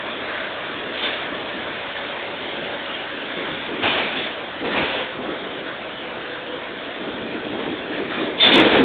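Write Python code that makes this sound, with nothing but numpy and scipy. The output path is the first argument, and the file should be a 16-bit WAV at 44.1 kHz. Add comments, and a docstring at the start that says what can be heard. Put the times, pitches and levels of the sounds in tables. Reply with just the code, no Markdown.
"""A deep rumble and a roar of wheels on rails, heard inside a metro carriage slowing in a tunnel.
Rough steel rolling on steel shakes the body and hisses; the wheels knock and clatter over rail joints.
Their flanges (the rims that keep them on the track) rub and ring, hardest at the end.
Behind this the motor's whine sinks and air drones in the tunnel.
The sound is dull and narrow-band, and its loudest peaks clip with a faint crackle."""
import sys
import numpy as np
from scipy import signal
from scipy.fft import rfft, irfft, next_fast_len
from scipy.io import wavfile
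from scipy.ndimage import uniform_filter1d, map_coordinates

SR = 44100
rng = np.random.default_rng(int(sys.argv[2]) if len(sys.argv) > 2 else 0)


def unload_audio(sound):
    """Save the sound as a 16-bit wav file, at the path given as the first command line argument."""
    columns = np.transpose(np.atleast_2d(sound))
    # keep every value between -1 and 1, then stretch to whole-number steps
    steps = np.round(np.clip(columns, -1, 1) * 32767)
    wavfile.write(sys.argv[1], SR, steps.astype(np.int16))


N = 389844
TIME = np.arange(N) / SR
WHINE_HZ, FALL_HZ_PER_S = 610.4, 17.5  # the motor's starting pitch, and its fall as the train slows


# the tone of the rumble: (frequency [Hz], relative level [dB])
RUMBLE_TONE = [(15, -50.5), (30, -40), (55, -17.5), (100, -18), (160, -8.5), (230, -2), (295, 2),
               (400, -.5), (520, -4.5), (680, -12), (1000, -21), (2000, -52)]
# the carriage shudders over uneven track: (time [s], length [s], level [dB])
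TRACK_SHUDDERS = [(.05, 0.32, -42), (.68, 0.48, -39), (1.31, 0.047, -33.5), (1.506, 0.033, -35),
                  (2.566, 0.073, -34.5), (3.346, .1, -32), (3.48, 0.053, -29), (3.675, 0.38, -31.5),
                  (4.075, .17, -34), (4.608, 0.23, -27), (5.14, 0.14, -31.5), (5.42, 0.29, -36),
                  (6.446, .08, -34.5), (6.96, 1.6, -33), (7.05, 0.18, -30.5), (7.48, 0.21, -32),
                  (7.983, .06, -30.5), (8.17, 0.14, -29), (8.452, 0.074, -23.5), (8.512, .17, -17),
                  (8.71, 0.092, -16.5)]

def body_rumble():
    """Rolling wheels shake the carriage body, harder where the track is uneven."""
    steady_db = -38 - 1.6 * np.log2(speed())  # 1.6 dB louder at half speed
    shaking = swelling(steady_db, TRACK_SHUDDERS, attack_s=0.01, release_s=0.066)
    return shaking * amp(1.2 * wobble(16)) * patchy(noise(colour(RUMBLE_TONE)), depth_db=1.6)


# the tones of the roar and of the hiss: (frequency [Hz], relative level [dB])
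ROAR_TONE = [(150, -21), (350, -6), (520, 2.5), (640, 5), (760, 0), (1000, -0.1), (1280, -1), (1540, 2.5),
             (1850, 0.64), (2200, -10.5), (3000, -17.5), (4400, -41.5)]
HISS_TONE = [(900, -33.5), (1600, -11.5), (2000, 1), (2350, 2.5), (2700, 0.5), (3000, 1), (3300, 3.5),
             (3550, 2.5), (3900, -2), (4600, -8), (5200, -46.5)]
# the steady hiss, a little softer once the train is slower: (time [s], level [dB])
HISS_LEVELS = [(0, -34), (2.0, -33), (3.6, -32.5), (4.5, -35.5), (6.0, -36.5), (8.3, -35.5)]
# wheels grind over rough rail: (time [s], length [s], roar level [dB], hiss level [dB])
ROUGH_STRETCHES = [(0.273, 0.12, -33.5, -35), (0.926, 0.22, -49, -31.5), (1.01, 0.071, -30.5, -32),
                   (1.115, 0.13, -35, -39), (1.946, 0.054, -33.5, -33.5), (3.368, 0.12, -31.5, -38.5),
                   (3.787, .5, -32.5, -34.5), (3.82, 0.032, -21.5, -28), (3.921, .07, -25.5, -29.5),
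                   (4.031, 0.17, -39, -31), (4.638, 0.41, -32, -32), (4.702, 0.25, -29, -30.5),
                   (7.544, 0.11, -33.5, -40), (7.902, 0.087, -33.5, -35.5), (8.095, 0.19, -30, -35),
                   (8.19, 0.039, -40, -36), (8.376, .05, -37, -27), (8.42, .12, -22, -24),
                   (8.53, .26, -22.5, -21), (8.576, 0.046, -20, -20), (8.739, 0.015, -19.5, -31)]

def wheel_roar_and_hiss(attack_s=0.0078, release_s=0.05):
    """Rough steel rolls on steel: the tunnel roars, and the spot where they touch hisses and crackles."""
    start, length, roar_db, hiss_db = np.transpose(ROUGH_STRETCHES)
    steady_roar_db = -31 + 8 * np.log2(speed())  # 8 dB softer at half speed
    roar_gain = swelling(steady_roar_db, zip(start, length, roar_db), attack_s, release_s)
    hiss_gain = swelling(curve(HISS_LEVELS), zip(start, length, hiss_db), attack_s, release_s)
    roar = roar_gain * amp(0.6 * wobble(22)) * patchy(noise(colour(ROAR_TONE)), depth_db=1.66)
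    grit = unit(filtered(impacts(per_second=550, spread_db=3.5), colour(HISS_TONE)))
    hiss = patchy(noise(colour(HISS_TONE)), depth_db=2.5)
    return roar + hiss_gain * amp(0.64 * wobble(45)) * unit(hiss + amp(-6) * grit)


# wheels hit rail joints: (time [s], thump level [dB], clatter level [dB], time to fade by 60 dB [s])
JOINT_HITS = [(1.05, -27, -31.5, .3), (3.685, -31.5, -33, 0.36), (3.821, -37.5, -17, 0.66),
              (3.974, -31, -30.5, 0.35), (4.635, -19.5, -22.5, 0.23), (4.751, -35.5, -19.5, 0.59),
              (4.955, -25, -26, 0.32), (5.29, -34, -47, 0.18), (8.426, -22, -20.5, 0.99),
              (8.557, -17.5, -17.5, 0.32), (8.583, -13.5, -25.5, 0.26), (8.644, -18.5, -24, .2),
              (8.73, -17.5, -21.5, .25), (8.79, -14, -31.5, 0.24)]
# the notes the carriage booms at: (frequency [Hz], width [Hz], relative level [dB])
CARRIAGE_NOTES = [(235, 57, -13), (313, 79, -2), (331, 45, -1), (420, 70, -9), (480.5, 37, -3.5),
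                  (675, 130, -21.5)]
# the tone of loose steel: (frequency [Hz], relative level [dB])
STEEL_TONE = [(20, -33), (90, -0.5), (250, -7.5), (500, 1.5), (950, 4.5), (1350, -11), (1900, -12.5),
              (2600, 5.5), (3500, -5.5), (4600, -10), (6000, -35)]

def joint_knocks(attack_s=0.016):
    """Each joint thumps the carriage and sets loose steel clattering; the tunnel draws the sound out."""
    thump_gain, clatter_gain = np.zeros((2, N))
    for start, thump_db, clatter_db, fade_s in JOINT_HITS:
        age = np.maximum(TIME - start, 0)
        blow = (1 - np.exp(-age / attack_s)) * amp(-60 * age / fade_s)
        thump_gain += amp(thump_db) * blow
        clatter_gain += amp(clatter_db) * blow
    rattle = unit(filtered(impacts(per_second=2500, spread_db=2.0), colour(STEEL_TONE)))
    boom = unit(np.tanh(0.88 * noise(resonances(CARRIAGE_NOTES))))  # the panels stiffen as they swing
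    return thump_gain * boom + clatter_gain * rattle


# a flange rubs the rail and the wheel sings: (time [s], length [s], pitch [Hz], level [dB])
FLANGE_RUBS = [(1.024, 0.037, 3560, -26), (3.836, 0.079, 2390, -32), (3.873, 0.065, 3040, -30.5),
               (3.972, 0.076, 2310, -30.5), (4.155, 0.098, 3480, -32), (4.774, 0.025, 2350, -29),
               (8.121, 0.066, 3510, -38.5), (8.399, 0.066, 3552, -14), (8.514, 0.033, 3527, -16)]
# the tone of a rasping wheel: (frequency [Hz], relative level [dB])
WHEEL_TONE = [(900, -24), (1700, -8), (1980, -2.5), (2100, -0.5), (2220, 2), (2400, 0.5), (2820, -4),
              (2960, 4), (3120, 0.5), (3700, -1), (4400, 1), (5000, -39)]

def flange_squeals(width_hz=180, rasp_db=-2.5):
    """A flange sticks and slips: the whole wheel rasps, and one of its notes sings and rings briefly."""
    squeals, pressure = np.zeros((2, N + SR))
    for start, length, hz, db in FLANGE_RUBS:
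        rub = amp(db) * swell(TIME[:SR], length, attack_s=0.0045, release_s=0.053)
        narrow_band = signal.iirpeak(hz, hz / width_hz, SR)
        note = unit(signal.filtfilt(*narrow_band, rng.standard_normal(SR)))
        first = round(start * SR)
        squeals[first:first + SR] += rub * unit(np.tanh(note))  # friction limits the swing
        pressure[first:first + SR] += rub
    return squeals[:N] + amp(rasp_db) * pressure[:N] * noise(colour(WHEEL_TONE))


# how loud the motor whines: (time [s], level [dB])
WHINE_LEVELS = [(0, -44), (1.1, -45.5), (2.1, -40.5), (3.4, -42), (4.3, -47), (5.0, -37), (5.6, -43),
                (6.25, -44), (6.55, -35.5), (6.85, -48.5)]

def motor_whine(blur_hz=24):
    """The whine sinks with the speed; echoes in the tunnel blur it and make it flutter."""
    phase = 2 * np.pi * np.cumsum(WHINE_HZ * speed()) / SR
    flutter = 0.15 + wobble(2 * blur_hz) + 1j * wobble(2 * blur_hz)  # shakes both level and phase
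    return amp(curve(WHINE_LEVELS)) * unit(np.real(flutter * np.exp(1j * phase)))


# the tone of the tunnel air: (frequency [Hz], relative level [dB])
DRONE_TONE = [(15, -41.5), (30, -20), (60, -3.5), (100, 1), (160, 1), (300, -10.5), (600, -45.5)]

def tunnel_drone(level_db=-52):
    """Air pushed along the tunnel makes a deep, even drone."""
    return amp(level_db + wobble(4)) * noise(colour(DRONE_TONE))


def speed():
    """The train slows evenly; 1 is its speed at the start."""
    return 1 - FALL_HZ_PER_S * TIME / WHINE_HZ


def swell(age, length, attack_s, release_s):
    """A gain that rises, holds until length seconds have passed, then dies away."""
    return (1 - np.exp(-age / attack_s)) * np.exp(-np.maximum(age - length, 0) / release_s)


def swelling(steady_db, swells, attack_s, release_s):
    """The gain of a steady level plus swells (time [s], length [s], level [dB]); their powers add."""
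    power = amp(steady_db) ** 2
    for start, length, db in swells:
        age = np.maximum(TIME - start, 0)
        power = power + (amp(db) * swell(age, length, attack_s, release_s)) ** 2
    return np.sqrt(power)


def patchy(x, depth_db):
    """Uneven rail: the strength of x drifts in patches of time and frequency."""
    spectrum = signal.stft(x, nperseg=1024)[2]
    patches = uniform_filter1d(rng.standard_normal(spectrum.shape), size=7, axis=0)
    patches = uniform_filter1d(patches, size=7, axis=1)
    return unit(signal.istft(spectrum * amp(depth_db * unit(patches)), nperseg=1024)[1][:N])


def impacts(per_second, spread_db):
    """Tiny random clicks of uneven size."""
    clicks = (rng.random(N) < per_second / SR) * rng.choice([-1, 1], N)
    return clicks * amp(spread_db * rng.standard_normal(N))


def wobble(per_second):
    """A smooth curve through so many random values a second."""
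    return map_coordinates(rng.standard_normal(int(TIME[-1] * per_second) + 4), [TIME * per_second])


def noise(response):
    """Filtered noise with an average (rms) size of 1."""
    return unit(filtered(rng.standard_normal(N), response))


def filtered(x, response):
    """Filter x; response gives the gain at each frequency."""
    size = next_fast_len(N + SR // 4)
    return irfft(rfft(x, size) * response(np.fft.rfftfreq(size, 1 / SR)), size)[:N]


def colour(points):
    """A filter response that joins the points of a tone table."""
    frequencies, db = np.transpose(points)
    return lambda hz: amp(np.interp(np.log(hz + 1), np.log(frequencies), db))


def resonances(notes):
    """A filter response with one peak for each ringing note."""
    return lambda hz: sum((-1) ** k * amp(db) * 1j * hz * width / (peak**2 - hz**2 + 1j * hz * width)
                          for k, (peak, width, db) in enumerate(notes))


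def curve(points):
    """Join (time [s], level [dB]) points into one level per sample."""
    return np.interp(TIME, *np.transpose(points))


def amp(db):
    """Turn decibels into a gain."""
    return 10 ** (np.asarray(db) / 20)


def unit(x):
    """Scale x to an average (rms) size of 1."""
    return x / np.sqrt(np.mean(x ** 2) + 1e-20)


def scene():
    """Everything as heard from a seat, in one channel."""
    ride = tunnel_drone() + body_rumble() + wheel_roar_and_hiss()
    return (ride + joint_knocks() + flange_squeals() + motor_whine())[None]


# how the treble falls away: (frequency [Hz], gain [dB])
TREBLE_CUT = [(3570, 0), (3720, -2.5), (3900, -7.5), (4150, -12.5), (4400, -18), (4600, -38.5), (4900, -93)]

def record(dry, ceiling=0.75, top_hz=15900):
    """The sound is dull and narrow-band, and its loudest peaks clip with a faint crackle."""
    dulled = filtered(dry[0], colour(TREBLE_CUT))
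    clipped = np.clip(dulled, -ceiling, ceiling)
    return filtered(clipped, lambda hz: hz < top_hz)[None]


dry = scene()
out = record(dry)
unload_audio(out)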